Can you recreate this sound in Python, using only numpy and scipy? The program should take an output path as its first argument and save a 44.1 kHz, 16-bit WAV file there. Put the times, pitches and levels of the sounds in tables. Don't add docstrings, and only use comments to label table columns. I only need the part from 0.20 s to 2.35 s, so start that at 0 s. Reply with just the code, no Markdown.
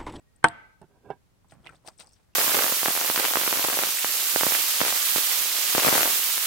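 import sys
import numpy as np
from scipy import signal
from scipy.fft import rfft, irfft
from scipy.io import wavfile
from scipy.ndimage import uniform_filter1d

SR = 44100
rng = np.random.default_rng(int(sys.argv[2]) if len(sys.argv) > 2 else 0)


def wav_record(signal):
    frames = np.transpose(np.atleast_2d(signal))
    bounded = np.clip(frames, -1, 1)
    quanta = np.round(bounded * 32767).astype(np.int16)
    wavfile.write(sys.argv[1], SR, quanta)


def how_loud(loudness_db):
    steps = np.asarray(loudness_db, float) / 20
    return 10 ** steps


N = 94815
T = np.arange(N) / SR

# pitch_hz [Hz], level_db [dB per Hz]
SNAP_COLOUR = [(300, -39), (1500, -15), (4000, -5), (6800, -18), (8500, -3), (9700, -6.5), (10500, -26),
               (16000, -24)]


def curve(table, x, log=False):
    points = np.array(table, float)
    scale = np.log if log else np.asarray
    return np.interp(scale(x), scale(points[:, 0]), points[:, 1])


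def colour(x, table):
    hz = np.maximum(np.fft.rfftfreq(N, 1 / SR), 1)
    gain = how_loud(curve(table, hz, log=True))
    return irfft(rfft(x) * gain / np.sqrt(np.mean(gain ** 2)), N)


def band_pass(x, edges_hz):
    return signal.sosfilt(signal.butter(2, edges_hz, "band", fs=SR, output="sos"), x)


def ring(x, hz, t60):
    pole = np.exp(2j * np.pi * hz / SR - np.log(1000) / (max(t60, 1e-3) * SR))
    return signal.lfilter([1], [1, -pole], x).imag


def push(start_s, length_s):
    length_s = max(length_s, 1e-4)
    u = (T - start_s) / length_s
    return np.where((u > 0) & (u < 1), np.sin(np.pi * u) ** 2, 0) * 2 / (length_s * SR)


def fade(start_s, t60):
    return (T > start_s) * how_loud(-60 * np.abs(T - start_s) / t60)


def pan(db):
    return how_loud(np.array([[db / 2], [-db / 2]]))


def walk(rate_hz):
    k = int(SR / rate_hz)
    steps = np.repeat(rng.standard_normal(N // k + 1), k)
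    return 1.6 * uniform_filter1d(uniform_filter1d(steps, k), k)[:N]


def knock():
    # pitch_hz [Hz], t60_s [s], left_swing [gain], right_swing [gain]
    board_modes = [(317, 0.124, 0.083, 0.041), (496, 0.06, -0.131, -0.062), (600, 0.04, -0.08, -0.12),
                   (692, 0.17, 0.05, 0.07), (802, 0.085, -0.083, -0.163), (906, 0.094, -0.179, -0.347),
                   (980, 0.061, -0.053, -0.209), (1115, 0.064, -0.05, -0.249), (1337, 0.055, 0.322, 0.045),
                   (1458, 0.025, -0.375, -0.339), (1547, 0.043, 0.889, 0.557), (1797, 0.034, -0.146, 0.299),
                   (2173, 0.023, -0.43, 0.083), (3134, 0.059, 0.136, 0.167)]
    # pitch_hz [Hz], level_db [dB per Hz]
    echo_colour = [(150, -1), (500, -8), (1600, 1), (2200, -10.5), (2600, -16), (3200, -12.5),
                   (4000, -29.5), (9000, -49.5)]
    # pitch_hz [Hz], level_db [dB], t60_s [s]
    hum_modes = [(900, -22.5, 0.059), (1300, -18.5, .025), (1540, -18.5, 0.096), (2010, -22.5, 0.034),
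                 (2180, -24.5, .025)]
    knock_s, push_s, right_lag_s = .24272, .0004, .00006
    echo_gain = how_loud(-35)

    blows = np.array([push(knock_s, push_s), push(knock_s + right_lag_s, push_s)])
    board = sum(np.array([[left], [right]]) * ring(blows, hz, t60) for hz, t60, left, right in board_modes)
    thud_hz, thud_t60_s = 143, .25
    thud = ring(blows, thud_hz, thud_t60_s) + 0.99 * ring(blows, 0.14 * thud_hz, thud_t60_s)
    body = how_loud(-42) * pan(2.4) * thud
    body = body + how_loud(-12.5) * pan(9.5) * ring(blows, 2520, .02)
    body = body - how_loud(-9) * pan(8.9) * ring(blows, 2117.5, 0.018)

    contact_s = knock_s + 0.00022
    graze = 0.45 * fade(contact_s - .002, 0.15) * (T < contact_s)
    crack = how_loud(-17) * (fade(contact_s, .014) + graze)
    rattle = how_loud(-40.5) * fade(contact_s, .16)
    contact = (crack + rattle) * np.array([[1], [how_loud(-19)]])

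    echo_rise_s, hum_rise_s = 0.037, .13
    wash = fade(knock_s, 0.42) * (1 - np.exp(-((T - knock_s) / echo_rise_s) ** 2)) * echo_gain
    wash = wash + how_loud(-15) * fade(contact_s, .07)
    wash = wash + how_loud(-50.5) * (T > .228) * (T < knock_s)
    swell = fade(knock_s, .5) * (1 - np.exp(-((T - knock_s) / hum_rise_s) ** 2)) * echo_gain
    swell = swell * rng.standard_normal((2, N))
    hum = sum(how_loud(db) * ring(swell, hz, t60) for hz, db, t60 in hum_modes)

    heard = how_loud(1.3) * board + body + hum
    heard = heard + colour(rng.standard_normal((2, N)) * contact, SNAP_COLOUR)
    heard = heard + colour(rng.standard_normal((2, N)) * wash * how_loud(1.8 * walk(60)), echo_colour)
    return signal.sosfilt(signal.butter(8, 9900, fs=SR, output="sos"), heard)


def bump():
    # start_s [s], level_db [dB], push_s [s]
    landings = [
        (.6148, -50, 0.0014),
        (.6195, -50, 0.0012),
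        (.6245, -48.5, 0.0019),
        (.629, -52.5, 0.0022),
        (.641, -52, 0.0014),
        (.653, -69, 0.0011),
    ]
    # pitch_hz [Hz], level_db [dB], t60_s [s]
    dull_modes = [(162.3, 0.5, 0.054), (385, 3, 0.028), (680, 4.5, 0.018), (885, 4.5, 0.018),
                  (1410, -3.5, 0.014), (2650, -20, 0.022)]
    drive = 0
    for start_s, db, push_s in landings:
        brush = how_loud(-27) * fade(start_s, 0.044) * rng.standard_normal(N)
        drive = drive + how_loud(db) * (push(start_s, push_s) + brush)
    return pan(-7.5) * sum(how_loud(db) * ring(drive, hz, t60) for hz, db, t60 in dull_modes)


def dish():
    # pitch_hz [Hz], level_db [dB], t60_s [s]
    dish_modes = [(407, -4.5, 0.062), (778, 3.5, 0.039), (977, -1, 0.039), (1599, -2, 0.045),
                  (2250, -18, 0.04), (2700, -14, .025), (3164, -24.5, 0.02), (3510, -23, .045),
                  (5360, -37, 0.096), (660, -18.5, 0.065)]
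    # start_s [s], level_db [dB], push_s [s], left_right_db [dB]
    set_downs = [
        (0.9022, -27, 0.00079, -10),
    ]
    # time_s [s], level_db [dB]
    slide = [(.64, -77), (.68, -78.5), (.76, -67.5), (.82, -76), (.845, -61.5), (.87, -51), (.90, -49),
             (.95, -64.5), (.99, -82)]
    rasp_edges_hz = [90, 450]
    taps = 0
    for start_s, db, push_s, side_db in set_downs:
        scuff = how_loud(-30.5) * fade(start_s, 0.079) * rng.standard_normal(N)
        taps = taps + how_loud(db) * pan(side_db) * (push(start_s, push_s) + scuff)
    sliding = (T > slide[0][0]) * (T < slide[-1][0])
    rub = rng.standard_normal(N) * how_loud(curve(slide, T) + 1.6 * walk(87)) * sliding
    drive = taps + pan(-8.5) * how_loud(-29.0) * rub
    out = how_loud(-11.5) * ring(drive, 173, .045)
    out = out + how_loud(17.5) * pan(-6.5) * band_pass(rub, rasp_edges_hz)
    for k, (hz, db, t60) in enumerate(dish_modes):
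        out = out + (-1) ** k * how_loud(db) * ring(drive, hz, t60)
    return out


def foil():
    # start_s [s], level_db [dB], pitch_hz [Hz], t60_s [s], left_right_db [dB]
    pops = [(1.245, -61, 910, 0.058, -11), (1.322, -46, 723, 0.033, -5), (1.322, -48, 1674, 0.023, 8),
            (1.326, -53.5, 147, 0.42, -16), (1.381, -59.5, 796, 0.016, -14), (1.456, -52, 2085, 0.095, -3),
            (1.464, -48, 2700, 0.0094, 28), (1.470, -38, 2133, 0.036, -11.5),
            (1.492, -43.5, 1388, 0.069, 9.5), (1.648, -51.5, 638, 0.12, -5), (1.661, -55, 670, 0.074, 13),
            (1.682, -38.5, 744, 0.062, -5.5), (1.685, -43.5, 1330, 0.01, -13), (1.688, -44, 764, 0.029, 6),
            (1.796, -56.5, 625, 0.08, -2), (1.833, -60.5, 846, 0.1, -19), (1.878, -59.5, 800, 0.034, -13)]
    # start_s [s], level_db [dB], right_reach_db [dB]
    crease_snaps = [(0.2852, -24, -36.5), (0.617, -49, -9), (0.9025, -50.5, -36), (1.296, -60.5, -5),
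                    (1.31, -45, -18), (1.433, -68.5, 5), (1.456, -50, -1), (1.466, -60, -4),
                    (1.47, -44, -10), (1.496, -47, -7), (1.555, -67, 8), (1.564, -68, 9),
                    (1.671, -47, -6.5), (1.676, -31, -31), (1.797, -52, -10), (1.8, -38.5, 2)]
    # pitch_hz [Hz], level_db [dB per Hz]
    sheet_colour = [(500, -4.5), (2000, -5), (3500, 0.5), (5500, 0), (7200, -5), (9500, -3), (10500, -18.5),
                    (16000, -12)]
    # pitch_hz [Hz], level_db [dB per Hz]
    scrape_colour = [(100, -29), (300, -0.5), (750, 1.5), (1400, -3.5), (2500, -11.5), (5000, -33)]
    spread = 0.096
    out = 0
    for start_s, db, hz, t60, side_db in pops:
        blow = push(start_s, 0.12 / hz)
        cluster = ring(blow, hz, t60) + 0.087 * ring(blow, hz * 0.73, 0.23 * t60)
        detune = rng.uniform(-1.09, 1, 2)
        for k, chance in ((-1, detune[0]), (1, detune[1])):
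            side_hz = hz * np.exp(spread * (k + 0.87 * chance))
            cluster = cluster + 0.93 * ring(blow, side_hz, 1.15 * t60)
        rustle = band_pass(rng.standard_normal(N) * fade(start_s, 1.08 * t60), [hz / 0.86, hz * 1.73])
        rustle = how_loud(3) * np.sqrt(SR / hz / 8) * rustle
        out = out + how_loud(db - 6.0) * pan(side_db) * (cluster + rustle)

    snaps = sum(how_loud(db) * np.array([[1], [how_loud(right_db)]]) * fade(start_s, .006)
                for start_s, db, right_db in crease_snaps)
    shared, own = rng.standard_normal(N), rng.standard_normal((2, N))
    out = out + colour((0.35 * shared + 0.65 * own) * snaps, SNAP_COLOUR)
    out = out + crackle(column=1, colour_table=sheet_colour) * np.array([[1], [how_loud(-10)]])
    return out + crackle(column=2, colour_table=scrape_colour) * pan(-3.1)


def crackle(column, colour_table):
    # time_s [s], crackle_level_db [dB], scrape_level_db [dB]
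    pressure = [(1.28, -81, -77), (1.314, -56.5, -76), (1.33, -64, -53.5), (1.375, -84, -66.5),
                (1.42, -76, -70.5), (1.465, -64.5, -51), (1.51, -70.5, -54.5), (1.56, -65.5, -62),
                (1.61, -81.5, -84.5), (1.642, -79, -71), (1.652, -62.5, -64.5), (1.685, -41.5, -55.5),
                (1.705, -65, -61), (1.78, -76.5, -91), (1.8, -44.5, -51.5), (1.85, -63, -61.5),
                (1.94, -66.5, -80.5), (2.0, -74, -71.5)]
    crease_edges_hz = [20, 4300, 7000, 10000, 18000]
    rate_per_s, scatter_db, swell_db, grain_s = 1500, 3, 2, 0.0016
    level = curve(np.array(pressure)[:, [0, column]], T)
    level = level - 100 * np.maximum(T - pressure[-1][0], 0)
    out = 0
    for edges in zip(crease_edges_hz, crease_edges_hz[1:]):
        clicks = (rng.random(N) < rate_per_s / SR) * how_loud(scatter_db * rng.exponential(size=N))
        grains = signal.lfilter([1], [1, -np.exp(-1 / (grain_s * SR))], clicks)
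        grains = grains / np.sqrt(np.mean(grains ** 2))
        grains = grains * how_loud(level + swell_db * walk(70)) * (T > pressure[0][0])
        noise = 0.59 * rng.standard_normal(N) + .5 * rng.standard_normal((2, N))
        out = out + band_pass(noise * grains, edges)
    return colour(out, colour_table)


def ticks():
    # start_s [s], level_db [dB], pitch_hz [Hz], t60_s [s], left_right_db [dB]
    pitched_creases = [(1.284, -67, 7600, .02, 5.5), (1.297, -62, 3670, .03, -2),
                       (1.321, -59, 8300, 0.028, 9), (1.337, -64, 8740, .02, 8),
                       (1.478, -47, 2700, 0.024, 7), (1.555, -66, 8600, 0.013, 6),
                       (1.444, -54, 3100, 0.025, 10), (1.463, -46, 3450, 0.0089, 16),
                       (1.555, -56, 3530, 0.014, 1), (1.565, -59.5, 4500, 0.022, -4),
                       (1.65, -71, 8900, 0.018, 4.5), (1.666, -50.5, 8790, 0.034, 7),
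                       (1.6734, -44.5, 5700, 0.025, 8), (1.6839, -41, 4820, 0.025, 7),
                       (1.786, -50, 5540, 0.0099, 7), (1.786, -55, 8750, 0.0078, 15),
                       (1.795, -51, 8900, 0.031, 12), (1.797, -58, 5060, 0.027, 9),
                       (1.811, -52.5, 4740, 0.026, -2), (1.824, -64, 8900, 0.023, 8),
                       (1.834, -55, 4770, 0.017, 0.5), (1.844, -53, 8200, 0.0067, 2),
                       (1.844, -56, 5070, 0.01, 1), (1.862, -55.5, 6000, 0.013, 11),
                       (1.870, -53, 8700, 0.017, 3), (1.871, -56.5, 4960, 0.059, 11),
                       (1.892, -55.5, 8300, 0.012, 1), (1.89, -59.5, 4940, 0.034, 3),
                       (1.91, -58.5, 4920, 0.026, 3), (1.9245, -57.5, 8400, 0.0083, 5),
                       (1.92, -58, 5900, 0.027, 4), (1.933, -56.5, 5680, 0.064, -1),
                       (1.932, -59, 8150, 0.026, -8), (1.962, -65.5, 4500, 0.015, -2),
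                       (1.962, -63, 1780, 0.017, -0.5), (2.136, -61, 2760, 0.017, 0.5),
                       (2.134, -65, 5200, 0.014, 5), (.161, -62, 8530, 0.023, 13),
                       (1.778, -52.5, 8350, 0.019, 11)]
    width = 1.085
    out = 0
    for start_s, db, hz, t60, side_db in pitched_creases:
        noise = rng.standard_normal(N) + 0.5 * rng.standard_normal((2, N))
        burst = band_pass(noise * fade(start_s, t60), [hz / width, hz * width])
        out = out + how_loud(db) * pan(side_db) * np.sqrt(SR / hz) * burst
    return out


def mash():
    # time_s [s], level_db [dB]
    squelch = [(1.2, -104), (1.25, -60), (1.3, -83), (1.34, -56), (1.42, -62.5), (1.52, -59.5), (1.6, -72),
               (1.69, -64), (1.76, -84), (1.81, -68), (1.89, -70), (1.95, -102)]
    noise = rng.standard_normal(N) + .5 * rng.standard_normal((2, N))
    noise = signal.lfilter(*signal.butter(2, 172, fs=SR), noise)
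    return noise / noise.std() * how_loud(curve(squelch, T) + 3.1 * walk(26.8)) * (T > squelch[0][0])


def air():
    # pitch_hz [Hz], level_db [dB per Hz]
    air_colour = [(20, -13), (55, 0), (150, -6.5), (350, -14), (1200, -16), (3000, -19), (9500, -22.5),
                  (16000, -27)]
    noise = colour(rng.standard_normal((3, N)), air_colour)
    low_pass = signal.butter(1, 410, fs=SR)
    own, shared = signal.lfilter(*low_pass, noise[:2]), signal.lfilter(*low_pass, noise[2])
    rumble = (3.3 * own + 0.27 * shared) * how_loud(0.5 * walk(2.1))
    whine_hz, whine_db, swell_db, throb_hz, peak_s, end_s = 1885, -84, 6, 11.5, .085, .24
    throb_db = swell_db * np.cos(2 * np.pi * throb_hz * (T - peak_s))
    whine = how_loud(whine_db + throb_db + 2 * walk(60)) * np.sin(2 * np.pi * whine_hz * T) * (T < end_s)
    return how_loud(-71.5) * (noise[:2] - own + rumble) + whine


def scene():
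    # pitch_hz [Hz], width_hz [Hz], lift_db [dB]
    ports = [
        (8210, 310, 8),
        (5028, 3100, -9),
    ]
    near = knock() + bump() + dish() + foil() + ticks() + mash()
    for k, (hz, width_hz, lift_db) in enumerate(ports):
        resonance = signal.lfilter(*signal.iirpeak(hz, hz / width_hz, SR), near[k])
        near[k] = near[k] + how_loud(lift_db) * resonance
    return signal.lfilter(*signal.butter(2, 49, "high", fs=SR), near) + air()


def top_cut(x):
    return signal.sosfilt(signal.butter(12, 16050, fs=SR, output="sos"), x)


def record(dry):
    knee = 6
    mix = dry / (1 + np.abs(dry) ** knee) ** (1 / knee)
    return top_cut(mix)


dry = scene()
out = record(dry)
wav_record(out)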